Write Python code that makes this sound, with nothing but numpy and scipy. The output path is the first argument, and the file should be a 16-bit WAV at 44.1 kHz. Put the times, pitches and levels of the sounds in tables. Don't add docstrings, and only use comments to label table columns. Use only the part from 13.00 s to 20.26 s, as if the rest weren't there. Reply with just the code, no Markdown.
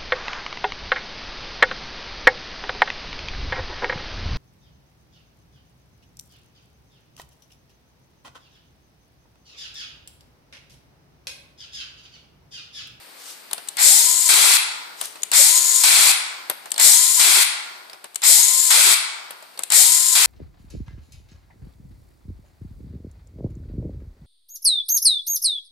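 import sys
import numpy as np
from scipy import signal
from scipy.fft import rfft, irfft, next_fast_len
from scipy.io import wavfile
from scipy.ndimage import map_coordinates

SR = 44100
rng = np.random.default_rng(int(sys.argv[2]) if len(sys.argv) > 2 else 0)


def dump_mix(stems):
    frames = np.atleast_2d(stems).T
    limited = np.clip(frames, -1, 1)
    pcm = np.round(limited * 32767).astype(np.int16)
    wavfile.write(sys.argv[1], SR, pcm)


N = 320166
T = np.arange(N) / SR

# motor start t/s, spin-up/s, free run/s, hammering/s, bit ring f/Hz,
# then trim/dB of rattle, grind, blows, start clack, catch clack
SCREW_RUNS = [(0.769, 0.13, 0.52, 0.28, 7700, -1, -2, 0.1, -15, -31),
              (2.316, 0.096, 0.52, 0.28, 6800, 0, 1, 0.5, -9, -10),
              (3.779, .097, .416, .239, 7300, 0.5, 0, 0, -10.5, -6),
              (5.218, .101, .486, .239, 7400, 0, -1.5, .5, -20, -10.5),
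              (6.702, 0.094, 0.45, .24, 7440, 0, -1, -0.5, -12, -5.5)]
# t/s, relative level/dB, ring f/Hz
TRIGGER_CLICKS = [(0.686, -14.5, 7740), (2.232, -10.5, 6860), (3.717, -9.5, 7950), (5.157, -11, 7650),
                  (6.634, -12, 7700)]
# t/s, relative level/dB, ring f/Hz, knock trim/dB
BIT_TAPS = [(.511, -26, 3900, -3), (.531, -10, 9700, -19), (.579, -27, 4440, -3), (2.012, -12.5, 9650, -12),
            (2.055, -20.5, 9380, -22), (2.156, -38, 8510, 4.5), (3.498, -11, 11700, -7),
            (3.657, -31.5, 7970, 1.5), (3.741, -22, 5000, -13), (3.761, -24, 4240, -9),
            (4.897, -32.5, 4440, -4), (4.931, -31.5, 5130, -1.5), (5.042, -26, 8950, -4.5),
            (6.307, -23.5, 11590, -6.5), (6.425, -36, 8300, -0.5), (6.575, -30.5, 4600, -5),
            (6.591, -17.5, 8350, -9.5)]
# start t/s, peak t/s, level/dB
GLOVE_SLIDES = [(0.144, 0.308, -37), (1.962, 2.047, -32)]
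# t/s, level/dB
AIR_LEVEL = [(0, -43.5), (4.75, -45.5), (5.1, -52.5), (6.45, -47.5)]

# f/Hz, relative level/dB
HAMMER_SPECTRUM = [(350, -71.5), (600, -15.5), (882, -8.5), (1300, -8.5), (1410, -7.5), (1830, -10.5),
                   (2330, -4.5), (2960, -9.5), (3340, -3.5), (3810, -3.5), (4130, -1), (6150, -5.5),
                   (7610, 2.5), (13100, -9.5), (14400, -8.5)]
RATTLE_SPECTRUM = [(1760, -53.5), (3000, -19), (4330, -7.5), (4720, -10.5), (5110, -6), (6050, -10),
                   (6810, -2.5), (7320, 1.5), (8350, -0.5), (10200, -7.5), (11100, -9.5), (13100, -7.5),
                   (14400, -17)]
GRIND_SPECTRUM = [(200, -33), (380, -38), (560, -10), (900, 1.5), (1300, -2), (1700, 1), (2200, 4.5),
                  (2800, -1.5), (4200, 5), (5200, 3.5), (6500, -16), (14000, -15)]
CRACK_SPECTRUM = [(500, -18.5), (2000, -5.5), (4000, 5.5), (6000, -8.5), (8500, 10), (11000, 0.5),
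                  (14500, -5.5)]
KNOCK_SPECTRUM = [(60, -23), (250, -11), (700, 4.5), (2200, -4), (4000, -8), (9000, -17)]
RUBBER_SPECTRUM = [(290, -37), (500, -2), (902, -27), (1130, 0), (2350, -6), (2980, 0.5), (8320, 3),
                   (14400, -5.5)]
AIR_SPECTRUM = [(30, -24), (90, -15.5), (170, -7.5), (300, 0), (650, 1.5), (1200, 0.5), (2200, 1),
                (3200, -2.5), (4600, 0.5), (6500, -10.5), (9000, -1.5), (11000, -11), (14400, -3)]
# f/Hz, width/Hz, relative level/dB
BASKET_MODES = [(830, 40, -18), (1013, 16, -15), (1413, 46, -3.5), (2006, 74, -7), (2240, 210, -14.5),
                (3600, 42, -34), (4030, 33, -33)]
BIT_MODES = [(7560, 140, -9), (8900, 370, 1)]
# multiple of shaft speed, relative level/dB
WHINE_ORDERS = [(1, -53), (2, -53), (3, -39.5)]
# f/Hz, waver/fraction of pitch, relative level/dB
GROAN_TONES = [(398, .05, -45), (530, .1, -45.5)]

# f/Hz, t60/s
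REVERB_T60 = [(200, 5.8), (1000, 1.51), (2500, 0.85), (5000, 0.85), (9000, 0.55), (14000, 0.19)]
# f/Hz, level/dB
REVERB_SPECTRUM = [(200, -19), (1000, -1), (2500, 3.5), (4500, -2), (7500, -8.5), (9500, 0), (14000, -6)]
# f/Hz, left minus right level/dB
PORT_BALANCE = [(60, 1), (250, 8), (600, 5), (1200, 1.5), (2500, 1.5), (4000, 0.5), (5200, -5.5),
                (6200, -6), (7000, 16), (7900, 10), (9000, 18.5), (10500, 7.5), (13000, 12), (14500, 1.5)]
# f/Hz, correlation
PORT_CORRELATION = [(100, 0.044), (600, 0.06), (2000, 0.062), (5000, 0.32), (8000, 0.3), (14000, 0.035)]


def driver():
    out = np.zeros((2, N))
    for start_s, spin_up_s, run_s, hammer_s, ring_hz, rattle_db, grind_db, blows_db, _, _ in SCREW_RUNS:
        seat_s = start_s + run_s
        stop_s = seat_s + hammer_s
        span = slice(int(start_s * SR), int((stop_s + .1) * SR))
        out[:, span] += free_run(T[span], start_s, spin_up_s, seat_s, ring_hz, rattle_db, grind_db)
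        out[:, span] += amp(blows_db) * hammering(T[span], seat_s, stop_s)
    return out


def hammering(t, seat_s, stop_s, blows_per_s=259):
    age_s = np.maximum(t - seat_s, 0)
    blow_db = -13 + 3.5 * np.exp(-age_s / .02)
    rate_hz = blows_per_s * (1 + .008 * wobble(12, len(t)))
    kicks = impacts(rate_hz, [.8, -.8], scatter_db=.5, jitter_s=.00012)
    strikes = chatter(kicks, t60_s=.019, wash_db=-3) + amp(-12) * kicks
    blows = amp(blow_db) * basket(coloured(strikes, HAMMER_SPECTRUM))
    groan = 0
    for hz, waver, db in GROAN_TONES:
        turns = np.cumsum(hz * (1 + waver * wobble(50, len(t)))) / SR
        groan += amp(db) * wobble(35, len(t)) * np.sin(2 * np.pi * turns)
    groan *= np.clip(age_s / .06, 0, 1)
    return (blows + groan) * gate(t, seat_s, stop_s, rise_s=.00127, fall_s=.0023)


def free_run(t, start_s, spin_up_s, seat_s, ring_hz, rattle_trim_db, grind_trim_db):
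    full_speed_hz, tighten_s, sag = 348, .053, .09
    age = np.maximum(t - start_s, 0) / spin_up_s
    spun = 1 - np.exp(-age ** 1.4)
    torque = 4 * spun * (1 - spun)
    tight = np.clip((t - seat_s + tighten_s) / tighten_s, 0, 1)
    speed = spun * (1 - sag * tight ** 2)
    shaft_hz = full_speed_hz * speed * (1 + .0018 * wobble(40, len(t)))
    loose = speed ** 7
    rattle_db = -17.5 + 18 * np.exp(-(age / 1.69) ** 2) + 2 * tight
    grind_db = -38 + 27 * (1 - spun) ** .74 + 7 * tight - 2.5 * loose
    knock_hz = .662 * shaft_hz
    rattle = bit_rattle(knock_hz, loose, ring_hz)
    grind = gear_grind(shaft_hz, speed)
    whistle = gear_whistle(shaft_hz, knock_hz, loose)
    out = spun * amp(rattle_db + rattle_trim_db) * (rattle + whistle)
    out += amp(grind_db + grind_trim_db) * grind
    out += motor_whine(shaft_hz, speed, torque)
    return out * gate(t, start_s, seat_s, rise_s=.021, fall_s=.0032)


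def bit_rattle(knock_hz, loose, ring_hz):
    knocks = impacts(knock_hz, [2, 0, -1], scatter_db=2.5, jitter_s=.00012)
    clatter = np.sqrt(loose) * chatter(knocks, t60_s=.036, wash_db=-19)
    hiss = np.sqrt(1 - loose) * noise(len(loose))
    rattle = basket(coloured(clatter + hiss, RATTLE_SPECTRUM))
    modes = [(ring_hz, 200, 9), *BIT_MODES]
    ring = unit(filtered(knocks, lambda hz: resonances(hz, modes)))
    return amp(-1.5 * loose) * rattle + amp(-5.5) * loose ** 2 * ring


def gear_grind(shaft_hz, speed):
    teeth = impacts(shaft_hz, [3, -3, 0], scatter_db=.5, jitter_s=.00003)
    mesh = chatter(teeth, t60_s=.017, wash_db=2) + amp(2) * speed ** 2 * teeth
    return basket(coloured(mesh, GRIND_SPECTRUM))


def gear_whistle(shaft_hz, knock_hz, loose, order=20.3, width_hz=150):
    flutter = 1 + 1.54 * np.cos(2 * np.pi * np.cumsum(knock_hz) / SR)
    tone = np.sin(2 * np.pi * order * np.cumsum(shaft_hz) / SR)
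    return amp(-7) * loose * flutter * wobble(width_hz, len(loose)) * tone


def motor_whine(shaft_hz, speed, torque, swell_db=9.5, housing_hz=450):
    n = len(speed)
    waver = (.005 + .065 * torque) * wobble(110, n)
    turns = np.cumsum(shaft_hz * (1 + waver)) / SR
    whine = sum(amp(db + 2.2 * wobble(45, n)) * np.sin(2 * np.pi * k * turns) for k, db in WHINE_ORDERS)
    whine *= amp(swell_db * torque ** 4) * speed
    return filtered(whine, lambda hz: 1 - 1 / (1 + (hz / housing_hz) ** 6))


def basket(x):
    return unit(filtered(x, lambda hz: 1 + resonances(hz, BASKET_MODES)))


def impacts(rate_hz, pattern_db, scatter_db, jitter_s):
    n = len(rate_hz)
    at = np.flatnonzero(np.diff(np.floor(np.cumsum(rate_hz) / SR)))
    late, strength = rng.standard_normal((len(at), 2)).T
    at = np.clip(at + (jitter_s * SR * late).astype(int), 0, n - 1)
    kicks = np.zeros(n)
    kicks[at] = amp(np.resize(pattern_db, len(at)) + scatter_db * strength)
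    return unit(kicks)


def chatter(kicks, t60_s, wash_db):
    envelope = signal.lfilter([1], [1, -amp(-60 / (t60_s * SR))], kicks)
    return unit((unit(envelope) + amp(wash_db)) * noise(len(kicks)))


def contacts(clack_hz=7570):
    rows = []
    for s, db, hz in TRIGGER_CLICKS:
        rows += [(s - .012, db - 19, hz, -25), (s, db, hz, -25)]
    for s, db, hz, knock_db in BIT_TAPS:
        rows += [(s, db, hz, knock_db), (s + .013, db - 17.5, hz, knock_db + 10)]
    for s, *_, start_db, catch_db in SCREW_RUNS:
        rows += [(s, start_db, clack_hz, -18.5), (s + .0185, catch_db, clack_hz, -18.5)]
    return rows


def clicks(attack_s=.0012, ring_t60_s=.017, knock_t60_s=.071):
    out = np.zeros((2, N + SR))
    t = np.arange(SR // 8) / SR
    for s, db, ring_hz, knock_db in contacts():
        fade = amp(-60 * t / ring_t60_s) * (1 - np.exp(-t / attack_s))
        crack = coloured(noise(len(t)) * fade, CRACK_SPECTRUM)
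        mode = [(ring_hz, ring_hz / 10, 0)]
        ring = fade * unit(filtered(noise(len(t)), lambda hz: resonances(hz, mode)))
        knock = coloured(noise(len(t)) * amp(-60 * t / knock_t60_s), KNOCK_SPECTRUM)
        at = int(s * SR)
        out[:, at:at + len(t)] += amp(db + 1.5) * (crack + ring + amp(knock_db - 5) * knock)
    return out[:, :N]


def glove():
    level = sum(amp(db) * gate(T, start_s, peak_s, rise_s=peak_s - start_s, fall_s=.055)
                for start_s, peak_s, db in GLOVE_SLIDES)
    return level * amp(wobble(120, N)) * coloured(noise(N), RUBBER_SPECTRUM)


def workshop_reverb(x, rise_s=.0027):
    hz, t, bins = signal.stft(rng.standard_normal((2, SR + SR // 4)), SR, nperseg=256)
    decay = amp(-60 * t / along(REVERB_T60, hz)[:, None]) * np.clip(t / rise_s, 0, 1)
    decay /= np.sqrt(np.mean(decay ** 2, axis=1, keepdims=True))
    decay *= amp(along(REVERB_SPECTRUM, hz))[:, None]
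    tail = signal.istft(bins * decay, SR, nperseg=256)[1]
    return signal.fftconvolve(x, tail / np.sqrt(tail.shape[1]), axes=1)[:, :N]


def room_tone():
    level_db = np.interp(T, *np.transpose(AIR_LEVEL))
    return amp(level_db) * coloured(noise(N), AIR_SPECTRUM)


def amp(db):
    return 10 ** (np.asarray(db) / 20)


def unit(x):
    return x / np.sqrt(np.mean(x ** 2) + 1e-20)


def along(points, hz):
    f, values = np.transpose(points)
    return np.interp(np.log(hz + 1), np.log(f + 1), values)


def gate(t, start_s, stop_s, rise_s, fall_s):
    return np.clip((t - start_s) / rise_s, 0, 1) * np.exp(-np.maximum(t - stop_s, 0) / fall_s)


def wobble(rate_hz, n):
    knots = rng.standard_normal(int(n * rate_hz / SR) + 4)
    return map_coordinates(knots, [np.arange(n) * rate_hz / SR])


def resonances(hz, modes):
    return sum(amp(db) * 1j * hz * width / (f * f - hz * hz + 1j * hz * width) for f, width, db in modes)


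def filtered(x, response):
    n = x.shape[-1]
    padded = next_fast_len(n + SR // 10)
    return irfft(rfft(x, padded) * response(np.fft.rfftfreq(padded, 1 / SR)), padded)[..., :n]


def coloured(x, spectrum, taps=2048):
    gain = amp(along(spectrum, np.fft.rfftfreq(taps, 1 / SR)))
    cepstrum = irfft(np.log(gain + 1e-6))
    cepstrum[1:taps // 2] *= 2
    cepstrum[taps // 2 + 1:] = 0
    kernel = irfft(np.exp(rfft(cepstrum)))
    return signal.fftconvolve(x, kernel[None] / np.linalg.norm(kernel), axes=1)[:, :x.shape[1]]


def noise(n):
    def mid_side(hz):
        angle = np.arccos(along(PORT_CORRELATION, hz)) / 2
        return np.array([np.cos(angle), np.sin(angle)])
    mid, side = filtered(rng.standard_normal((2, n)), mid_side)
    return np.array([mid + side, mid - side])


def scene():
    tool, ticks = driver(), clicks()
    reverb = workshop_reverb(amp(-.5) * tool + amp(-10) * ticks)
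    return tool + ticks + reverb + glove() + room_tone()


def record(dry, cutoff_hz=14550):
    def ports(hz):
        lean = amp(along(PORT_BALANCE, hz) / 2)
        return np.array([lean, 1 / lean]) / np.sqrt((lean ** 2 + lean ** -2) / 2)
    x = filtered(dry, ports)
    limited = x / (1 + np.abs(x) ** 16) ** (1 / 16)
    return filtered(limited, lambda hz: np.clip((cutoff_hz - hz) / 200 + .5, 0, 1))


dry = scene()
out = record(dry)
dump_mix(out)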